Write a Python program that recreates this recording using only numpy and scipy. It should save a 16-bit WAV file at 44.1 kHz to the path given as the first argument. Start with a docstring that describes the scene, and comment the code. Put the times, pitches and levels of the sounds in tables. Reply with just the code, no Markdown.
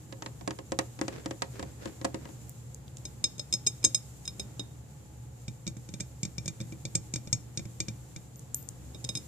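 """Dull knocks of fingernails on a hollow plastic casing, close to the microphones, with a little
scratching as a nail slides. Bright clinks follow: nails ring the rim and wall of a small glass object
while the fingertips thud through its support. Light snaps fall in between as a nail's edge catches and
slips free. The room is small and quiet, with faint hum, rumble, drones and hiss under it all."""
import sys
import numpy as np
from scipy import signal
from scipy.fft import rfft, irfft, next_fast_len
from scipy.io import wavfile

SR = 44100
rng = np.random.default_rng(int(sys.argv[2]) if len(sys.argv) > 2 else 0)


def digitize_waveform(pressure):
    """Quantize a signal to 16-bit integers and store it at the path in sys.argv[1].

    Rows of a 2-D input are taken as channels; values are limited to [-1, 1].
    """
    field = np.atleast_2d(pressure).T
    bounded = np.clip(field, -1, 1)
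    quanta = np.round(bounded * 32767).astype(np.int16)
    wavfile.write(sys.argv[1], SR, quanta)


N = 408807
HIT_SAMPLES = 8192
HIT_TIME_S = np.arange(HIT_SAMPLES) / SR
SIDES = np.array([[1], [-1]])  # left, right

# Each row: start in seconds, reference level in dB, nail resonance in Hz, its emphasis in dB.
GLASS_TAPS = [(3.053, -39, 5960, 3.5), (3.2409, -23, 4960, 8), (3.3809, -49.5, 7500, 2),
              (3.3947, -34.5, 5100, 11), (3.5259, -28.5, 6760, 5), (3.5375, -25, 5800, 10.5),
              (3.6651, -27.5, 5166, 14), (3.67, -22.5, 7150, 10), (3.8288, -50, 2590, 10),
              (3.8413, -24, 7050, 15), (3.8477, -16.5, 6960, 15.5), (3.9464, -23, 6630, 8.5),
              (4.2536, -45.5, 10000, 2), (4.2769, -34.5, 3670, 4), (4.3963, -35, 3730, 5.5),
              (4.595, -36, 3850, 9.5), (5.481, -44.5, 2570, 7), (5.667, -41.5, 3727, 10),
              (5.6765, -38.5, 10000, -1), (5.768, -55, 10000, 7), (5.889, -51.5, 10000, -2),
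              (5.9389, -44, 3525, 6), (6.0006, -47, 10000, -2), (6.0052, -35.5, 6600, 3),
              (6.2312, -34, 7700, 1), (6.2513, -40, 5400, 2), (6.3815, -38.5, 3080, 5),
              (6.4584, -43.5, 10000, 0), (6.4792, -34.5, 8100, 1), (6.6027, -45, 3200, 14),
              (6.6122, -46.5, 3000, 0), (6.723, -51, 2610, 12), (6.8523, -38.5, 3740, 9),
              (6.9506, -44, 7295, 2), (6.9524, -24.5, 6900, 8), (7.1383, -34, 8350, 1.5),
              (7.159, -36, 7380, -2), (7.2732, -49, 3344, 8), (7.3282, -24.5, 7140, 7),
              (7.5734, -33.5, 4260, 9), (7.5939, -47.5, 2600, 11.5), (7.654, -53.5, 2600, 1),
              (7.8026, -31, 10000, -2), (7.8834, -39, 2600, 6), (8.1618, -45.5, 2950, 4),
              (8.9461, -48.5, 3130, 16), (9.0425, -40, 2702, -2), (9.09, -32.5, 3860, 9),
              (9.1522, -33, 3180, 4.5), (9.1719, -37, 10000, 1)]
# Each row: frequency in Hz, unscaled t60 in seconds, rim-struck level in dB, wall-struck level in dB,
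# pan in dB (left minus right, capped by mode_rings), left phase lead in radians.
GLASS_MODES = [(2280, 0.022, -31.5, -10, 6, 1), (2365, 0.11, -23, -13, 1, 1),
               (3543, 0.055, -20, -18, 4, -0.7), (3734, 0.13, -10.5, -20, -4, -1.5),
               (3795, 0.094, -15, -23.5, 7, -1.4), (4200, 0.027, -32, -28.5, 4.5, -4.5),
               (4310, 0.048, -21, -16.5, 4.5, 2.5), (4570, 0.088, -36, -14, -6.5, -2.5),
               (4980, 0.036, -28, -31, -8, 4.5), (5164, 0.1, -5.5, -30, 0.5, -1),
               (5230, 0.064, -7, -22.5, 3.5, 0.1), (5400, 0.031, -15.5, -7.5, 2.5, -3),
               (5515, 0.032, -24, -0.5, 7, -1.5), (6350, 0.047, -16, -10.5, 3.5, 1),
               (6550, 0.13, -18, -8.5, 1, 4.5), (6520, 0.084, -12.5, -26, -1.5, 3),
               (6930, 0.015, -21, -4.5, 12, 0.6), (7260, 0.1, -36, -20, 0, 2),
               (7340, 0.081, -22.5, -50, -5.5, 3.5), (7530, 0.042, -17, -5.5, -7.5, 1.2),
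               (7720, 0.11, -20, -23.5, -9, 1.5), (7930, 0.015, -24, -25, -4.5, -2),
               (8120, 0.088, -16.5, -14, -8.5, -2), (9180, 0.035, -24.5, -25, -11, -2),
               (9180, 0.061, -18.5, -38, -8.5, 1), (9970, 0.088, -25, -30, -5, -2.5),
               (10260, 0.081, -23, -44, -3, 0), (11370, 0.044, -26, -41, -14, -8.5)]
# Each row: frequency in Hz, gain in dB.
CRACK_SPECTRUM = [(300, -15), (1200, -11.5), (1950, -16), (2400, -6), (3000, -6), (4200, -9.5), (5400, 0.5),
                  (7600, 5.5), (8800, -8), (11000, -17), (15000, -27)]
# Each row: start in seconds, spot (0 rim to 1 wall), reference thud of a medium tap in dB, pan in dB.
GRIPS = [(3, 0.25, -48.5, 1), (3.9, .02, -55, -1.5), (4.35, 0.14, -42.5, -4), (5.4, .76, -36.5, -1.7),
         (6.1, 0.87, -37, 0), (8.8, .08, -44, -1.5)]


def glass_clinks(t60_scale=0.64, damped_t60_s=0.31, medium_tap_db=-41, finger_spread_db=1.6):
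    """The nail's own resonance picks out modes of the glass; the fingertip's push adds a thud."""
    out = np.zeros((2, N))
    hz, t60_s, rim_db, wall_db, mode_pan_db, lead_rad = np.transpose(GLASS_MODES)
    rings = mode_rings(hz, t60_scale * t60_s, mode_pan_db, lead_rad,
                       twin_db=-23.5, twin_life=2.9, twin_spread_hz=59)
    support = support_modes()
    for start_s, tap_db, nail_hz, nail_db in GLASS_TAPS:
        grip = sum(start_s >= row[0] for row in GRIPS[1:])
        _, spot, medium_thud_db, grip_pan_db = GRIPS[grip]
        pan_db = grip_pan_db + finger_spread_db * rng.standard_normal()
        emphasis_db = nail_db * np.exp(-(np.log2(hz / nail_hz) / 0.5) ** 2)
        mode_db = rim_db + spot * (wall_db - rim_db) + emphasis_db
        tone = strike(rings, mode_db, scatter_db=2.2, rise_s=0.0013, slip_cycles=0.17)
        tone *= fade(damped_t60_s) ** spot  # the nail lingers on the wall
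        crack_tilt = 0.65 * nail_db * np.log2(nail_hz / 5500)
        crack = colour(contact(t60_s=0.021, spike_db=-9.5), CRACK_SPECTRUM, crack_tilt)
        crack_db = tap_db - 6 - 0.34 * nail_db  # a strong resonance leaves less for the crack
        add(out, start_s, blow(tone, tap_db - 1.5) + blow(crack, crack_db), pan_db)
        thud_db = medium_thud_db + 0.3383 * (tap_db - medium_tap_db)
        add(out, start_s, fingertip_thud(support, spot, thud_db), pan_db=0)
    return out


# Each row: frequency in Hz, t60 in seconds, relative level in dB, pan in dB, left phase lead in radians.
SUPPORT_MODES = [(90.6, 0.34, -14, 7, -0.12), (156, 0.087, 0, -8.5, 0.53), (214.4, 0.055, -7, 8, -1.1),
                 (325.4, 0.054, -9.5, -0.5, 1), (540, 0.022, -13.5, 1.5, 0.91)]


def support_modes():
    """Low resonances of the support under the glass: their rings and levels."""
    hz, t60_s, mode_db, pan_db, lead_rad = np.transpose(SUPPORT_MODES)
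    rings = mode_rings(hz, t60_s, pan_db, lead_rad, twin_db=-13, twin_life=1.9, twin_spread_hz=20.6)
    return rings, mode_db


# Each row: frequency in Hz, gain in dB.
RIM_THUD_SPECTRUM = [(60, -19), (140, 9), (230, 1.5), (320, 2), (430, -6), (560, -5), (750, -18),
                     (1350, -23), (2200, -33.5), (5000, -48)]
WALL_THUD_SPECTRUM = [(60, -18), (110, 2.5), (155, 2.5), (230, -6.5), (310, -10.5), (420, -25),
                      (550, -17.5), (800, -34.5), (2000, -28), (5000, -42)]


def fingertip_thud(support, spot, db):
    """A push on the rim thuds through the support; a push on the wall also rocks it."""
    if spot < 0.5:
        return blow(colour(contact(t60_s=0.079, spike_db=-6), RIM_THUD_SPECTRUM), db - 0.5)
    rings, mode_db = support
    rocking = strike(rings, mode_db, scatter_db=2, rise_s=0.0017, slip_cycles=0.13)
    thud = colour(contact(t60_s=0.12, spike_db=-1), WALL_THUD_SPECTRUM)
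    return blow(rocking, db - 2.5) + blow(thud, db - 6.5)


# Each row: start in seconds, reference level in dB, hardness in dB per octave, pan in dB.
CASING_KNOCKS = [(0.1252, -43, 1, -4), (0.2229, -41, 4, 0), (0.2618, -41, 4.5, -2.5), (.411, -46, -3.5, -5),
                 (0.4765, -30.5, -1, -2), (.508, -40, 4, -1), (0.5886, -41.5, -0.5, -2.5),
                 (0.7201, -30.5, -1, -0.5), (0.7892, -27.5, 4.5, -2), (.9908, -44.5, 2, 0),
                 (1.0133, -29.5, -0.5, 4), (1.0812, -35.5, 3, -.5), (1.2596, -33.5, -.5, 0.5),
                 (1.3097, -36, -0.5, 0.5), (1.421, -32, 4, -1.5), (1.5951, -38, -0.5, -1.5),
                 (1.6275, -37.5, -1, -1), (1.857, -35, -3, 4.5), (2.0142, -41.5, -1.5, 1),
                 (2.046, -31.5, -2, 6), (2.0495, -30.5, 2, -4.5), (2.1445, -34, -2.5, 2),
                 (2.2543, -46, -0.5, 4), (2.2899, -47, -4.5, 4), (3.8434, -37.5, -1.5, 3.5)]
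# Each row: frequency in Hz, unscaled t60 in seconds, relative level in dB,
# pan in dB (capped by mode_rings), left phase lead in radians.
CASING_MODES = [(194, 0.18, -8.5, -9, 0.6), (266, 0.077, -7, -13, -3), (320.3, 0.16, -3.5, 4, 0),
                (350.5, 0.12, -9.5, 12, 1), (407, 0.23, -10, -5, -2), (535, 0.13, -5, -3.5, 0.6),
                (704, 0.074, -5, -2, -2.5), (800, 0.026, -15.5, -13, -0.3), (940, 0.11, -10.5, -8, -2),
                (1069, 0.13, -13, 10, 1), (1255, 0.042, -11, 1, 2), (1670, 0.063, -12, 3, -2),
                (1830, 0.12, -18.5, 10, 3.5), (1946, 0.055, -14.5, 22, 7.5)]
# Each row: frequency in Hz, gain in dB.
WASH_SPECTRUM = [(50, -27), (85, 9.5), (125, -12), (190, -1.5), (260, 5.5), (350, -2.5), (450, -5),
                 (750, -6.5), (1050, -7), (1350, -15), (1900, -13.5), (2600, -14), (6000, -48)]
CLICK_SPECTRUM = [(400, -5), (1000, -8), (1900, -8), (2900, 1.5), (4200, 2), (7000, 2), (8500, 0),
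                  (10500, -16.5), (15000, -27)]


def casing_knocks(t60_scale=0.63, pivot_hz=600, untilted_knock_db=-32.5):
    """A nail clicks and the hollow casing rings over a wash of denser modes; harder is brighter."""
    out = np.zeros((2, N))
    hz, t60_s, mode_db, mode_pan_db, lead_rad = np.transpose(CASING_MODES)
    rings = mode_rings(hz, t60_scale * t60_s, mode_pan_db, lead_rad,
                       twin_db=-20, twin_life=1.6, twin_spread_hz=8.9)
    octaves = np.clip(np.log2(hz / pivot_hz), -1, 1)
    for start_s, knock_db, hardness, pan_db in CASING_KNOCKS:
        hollow = strike(rings, mode_db + hardness * octaves, scatter_db=2, rise_s=0.0011, slip_cycles=0.19)
        wash = colour(contact(t60_s=0.056, spike_db=-6.5), WASH_SPECTRUM, hardness, pivot_hz)
        click_tilt = 0.42 * (knock_db - untilted_knock_db)
        click = colour(contact(t60_s=0.028, spike_db=-1), CLICK_SPECTRUM, click_tilt)
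        click_db = knock_db - 9 + 1.2 * hardness
        knock = blow(hollow, knock_db - 1.1) + blow(wash, knock_db - 5.5) + blow(click, click_db)
        add(out, start_s, knock, pan_db)
    return out


# Each row: start in seconds, level in dB, tilt in dB per octave, pan in dB.
NAIL_SNAPS = [(2.4944, -46, 21, -3), (2.7459, -47.5, 4, -1), (2.8803, -59, -24, -6), (2.9705, -50, -9, 1),
              (2.9834, -60, -4.5, -5.5), (8.3586, -59, -1.5, 4.5), (8.3945, -53.5, 4, 2),
              (8.545, -31, 9, 2), (8.627, -53.5, 10, 1), (8.6887, -42, 6, 5), (9.0484, -41.5, -10, 5.5)]
# Each row: frequency in Hz, gain in dB.
SNAP_SPECTRUM = [(1000, -47), (3000, -15), (5000, -8), (7000, 5.5), (8800, -2.5), (10400, -3), (12000, -22),
                 (15000, -15.5)]
# Each row: start in seconds, frequency in Hz, level in dB, t60 in seconds.
SNAP_PINGS = [(8.364, 13900, -53, .14), (8.5455, 13300, -36, 0.24), (8.627, 14200, -61, .06)]


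def nail_snaps():
    """A nail's edge catches and snaps free; a few snaps leave a thin high ring."""
    out = np.zeros((2, N))
    for start_s, db, tilt, pan_db in NAIL_SNAPS:
        snap = colour(contact(t60_s=0.011, spike_db=-2.5), SNAP_SPECTRUM, tilt, pivot_hz=6640)
        add(out, start_s, blow(snap, db), pan_db)
    phase_rad = np.array([[0], [1]])
    for start_s, hz, db, t60_s in SNAP_PINGS:
        ping = np.sin(2 * np.pi * hz * HIT_TIME_S + phase_rad) * fade(t60_s)
        add(out, start_s, undb(db) * ping, pan_db=3)
    return out


# Each row: time of full pressure in seconds, hold in seconds, level in dB.
SCRATCH_STROKES = [(1.04, .19, -54), (1.575, 0.027, -47.5), (1.84, 0.013, -47.5), (2.12, .17, -55)]
# Each row: frequency in Hz, gain in dB.
SCRATCH_SPECTRUM = [(70, 0), (150, 0), (300, 10), (450, 8), (900, -5), (1400, -3.5), (1800, -3),
                    (3000, -9.5), (7000, -14), (10000, -24), (15000, -31)]


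def scratching(grain_db=2, stick_slip_db=4, rise_db_per_s=260, fall_db_per_s=160):
    """A nail slides over the casing in uneven grains, gripping and slipping; it presses, holds, lifts."""
    t = np.arange(N) / SR
    grains = stereo_noise(N, split_hz=500) * (rng.random(N) < 0.06)
    grains *= undb(grain_db * rng.exponential(size=N))
    pressure = np.zeros(N)
    for full_s, hold_s, db in SCRATCH_STROKES:
        press_db = rise_db_per_s * np.maximum(full_s - t, 0)
        lift_db = fall_db_per_s * np.maximum(t - full_s - hold_s, 0)
        pressure += undb(db - press_db - lift_db)
    stick_slip = undb(stick_slip_db * wander(points=400))
    return level(colour(grains, SCRATCH_SPECTRUM), 0) * pressure * stick_slip


# Each row: delay in seconds, level before colouring in dB.
WALL_ECHOES = [(0.02, -21.5), (.074, -40), (.091, -43), (0.108, -37)]


def room(x, t60_s=0.24, diffuse_db=-18, build_s=0.0077, smear_t60_s=0.047):
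    """A small furnished room answers with a diffuse tail and smeared flutter from the far walls."""
    t = np.arange(SR // 2) / SR
    diffuse = (fade(t60_s, t) * (1 - np.exp(-(t / build_s) ** 2))) ** 2
    power = undb(diffuse_db) ** 2 * diffuse / diffuse.sum()
    for delay_s, db in WALL_ECHOES:
        echo = (t >= delay_s) * fade(smear_t60_s, np.abs(t - delay_s)) ** 2
        power += undb(db) ** 2 * echo / echo.sum()
    spectrum_hz_db = [(100, 11.5), (400, 8.5), (1500, -1), (4000, -2), (8000, -5.5), (15000, 2)]
    tail = colour(stereo_noise(len(t), split_hz=450) * np.sqrt(power / 2), spectrum_hz_db)
    return signal.fftconvolve(x, tail, axes=1)[:, :N]


def mains_hum(hz=118.5, db=-51, waver_db=1.3):
    """One low tone whose level wavers slightly."""
    t = np.arange(N) / SR
    return level(np.sin(2 * np.pi * hz * t) * undb(-waver_db * wander(points=40)), db)


# Each row: frequency in Hz, gain in dB.
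RUMBLE_SPECTRUM = [(20, -25), (38, -33), (50, -25), (65, -2.5), (95, -10), (128, -1), (175, -11.5),
                   (300, -19), (520, -27), (850, -31), (1500, -37.5), (4000, -45.5), (15000, -58.5)]
HISS_SPECTRUM = [(1000, -10), (3000, -6.5), (5200, -5.5), (6300, 0), (7300, 7.5), (8500, -4), (10500, -4.5),
                 (15000, -9)]
# Each row: time in seconds, swell in dB before centring and scaling.
NOISE_SWELL = [(0.0, -63), (2.48, -61), (2.86, -65.5), (4.1, -59), (4.83, -66), (5.14, -66), (6.5, -62.5),
               (8.52, -64), (9.27, -59.5)]


def rumble_and_hiss(rumble_db=-49, hiss_db=-59, drift_db=0.8, flicker_db=1.55):
    """Drifting room rumble and flickering hiss swell together."""
    times_s, db = np.transpose(NOISE_SWELL)
    swell = np.interp(np.arange(N) / SR, times_s, db - np.mean(db))
    rumble = level(colour(stereo_noise(N, split_hz=470), RUMBLE_SPECTRUM), rumble_db)
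    rumble *= undb(0.55 * swell + drift_db * wander(points=30))
    hiss = level(colour(rng.standard_normal((2, N)), HISS_SPECTRUM), hiss_db)
    hiss *= undb(0.92 * swell + flicker_db * wander(points=250))
    return rumble + hiss


# Each row: centre in Hz, width in Hz, reference level in dB.
ROOM_DRONES = [(70.8, 8.9, -58), (133.4, 15.4, -55.5), (311.7, 8.4, -69), (462, 34, -71.5), (528, 24, -72),
               (736, 37, -76), (841, 39, -72.5)]


def drones():
    """Faint narrow bands of noise in the room, each wavering by itself."""
    hz = np.arange(N // 2 + 1) * SR / N
    gain = sum(undb(db) / np.sqrt(width_hz) / (1 + (2 * (hz - centre_hz) / width_hz) ** 2)
               for centre_hz, width_hz, db in ROOM_DRONES)
    return irfft(rfft(stereo_noise(N, split_hz=900)) * gain * np.sqrt(SR / 2), N)


def contact(t60_s, spike_db):
    """The nail lands with one spike, then reflections from close surfaces crowd in."""
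    x = stereo_noise(HIT_SAMPLES, split_hz=460) * fade(t60_s)
    x /= np.sqrt(np.sum(x ** 2, axis=1, keepdims=True))
    x[0, 2] += undb(spike_db)
    x[1, rng.integers(5)] += undb(spike_db)
    return x


def mode_rings(hz, t60_s, pan_db, lead_rad, twin_db, twin_life, twin_spread_hz):
    """Complex rings (mode, side, time); each beats with a weak twin lasting twin_life times as long."""
    rings = []
    for mode_hz, life_s, pan, lead in zip(hz, t60_s, pan_db, lead_rad):
        beat_cycles = twin_spread_hz * rng.standard_normal() * HIT_TIME_S + rng.random()
        twin = undb(twin_db) * fade(life_s * twin_life) * np.exp(2j * np.pi * beat_cycles)
        stereo = undb(SIDES * np.clip(pan, -10, 10) / 2) * np.exp(0.5j * SIDES * lead)
        rings.append((fade(life_s) + twin) * np.exp(2j * np.pi * mode_hz * HIT_TIME_S) * stereo)
    rings = np.array(rings)
    return rings / np.sqrt(np.sum(np.abs(rings) ** 2, axis=(1, 2), keepdims=True))


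def strike(rings, mode_db, scatter_db, rise_s, slip_cycles):
    """Modes start roughly in step, so close ones beat; the ring swells while the nail is in contact."""
    size, turn = rng.standard_normal((2, len(mode_db)))
    weights = undb(mode_db + scatter_db * size) * np.exp(2j * np.pi * slip_cycles * turn)
    return np.tensordot(weights, rings, 1).imag * (1 - np.exp(-HIT_TIME_S / rise_s))


def colour(x, spectrum, tilt_db_per_octave=0, pivot_hz=5000):
    """Minimum-phase filter from (Hz, dB) points, tilted over one octave each side of the pivot."""
    size = next_fast_len(x.shape[-1] // 2 + 1) * 2
    octave = np.log2(np.maximum(np.arange(size // 2 + 1) * SR / size, 1))
    hz, db = np.transpose(spectrum)
    tilt_db = tilt_db_per_octave * np.clip(octave - np.log2(pivot_hz), -1, 1)
    curve_db = np.interp(octave, np.log2(hz), db) + tilt_db
    cepstrum = irfft(np.log(undb(curve_db)))
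    cepstrum[1:size // 2] *= 2
    cepstrum[size // 2 + 1:] = 0
    return irfft(rfft(x, size) * np.exp(rfft(cepstrum)), size)[..., :x.shape[-1]]


def stereo_noise(size, split_hz):
    """Noise alike on both sides below split_hz, unrelated above."""
    mid, side = rng.standard_normal((2, size))
    return mid + SIDES * signal.sosfilt(signal.butter(1, split_hz, "high", fs=SR, output="sos"), side)


def wander(points):
    """Random values joined by straight lines across the scene."""
    return np.interp(np.arange(N), np.linspace(0, N, points), rng.standard_normal(points))


def undb(db):
    """Decibels to gain."""
    return 10 ** (np.asarray(db) / 20)


def fade(t60_s, t=HIT_TIME_S):
    """Exponential decay, 60 dB down after t60_s."""
    return np.exp(-np.log(1000) * t / t60_s)


def blow(x, db, blow_s=0.02):
    """Scale a hit so its energy, spread over blow_s, has this level."""
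    return x * undb(db) / np.sqrt(np.mean(x ** 2) * x.shape[-1] / SR / blow_s)


def level(x, db):
    """Scale a steady sound to an rms level."""
    return x * undb(db) / np.std(x)


def add(out, start_s, x, pan_db):
    """Mix in a hit; pan_db is left minus right."""
    start = int(start_s * SR)
    out[:, start:start + x.shape[1]] += (x * undb(SIDES * pan_db / 2))[:, :N - start]


def scene():
    """Nail play within a hand's breadth, its room and the background."""
    nails = casing_knocks() + glass_clinks() + nail_snaps() + scratching()
    return nails + room(nails) + mains_hum() + rumble_and_hiss() + drones()


def record(dry):
    """Steep low-pass at 14.7 kHz."""
    return signal.sosfilt(signal.ellip(8, 0.2, 70, 14700, fs=SR, output="sos"), dry)


dry = scene()
out = record(dry)
digitize_waveform(out)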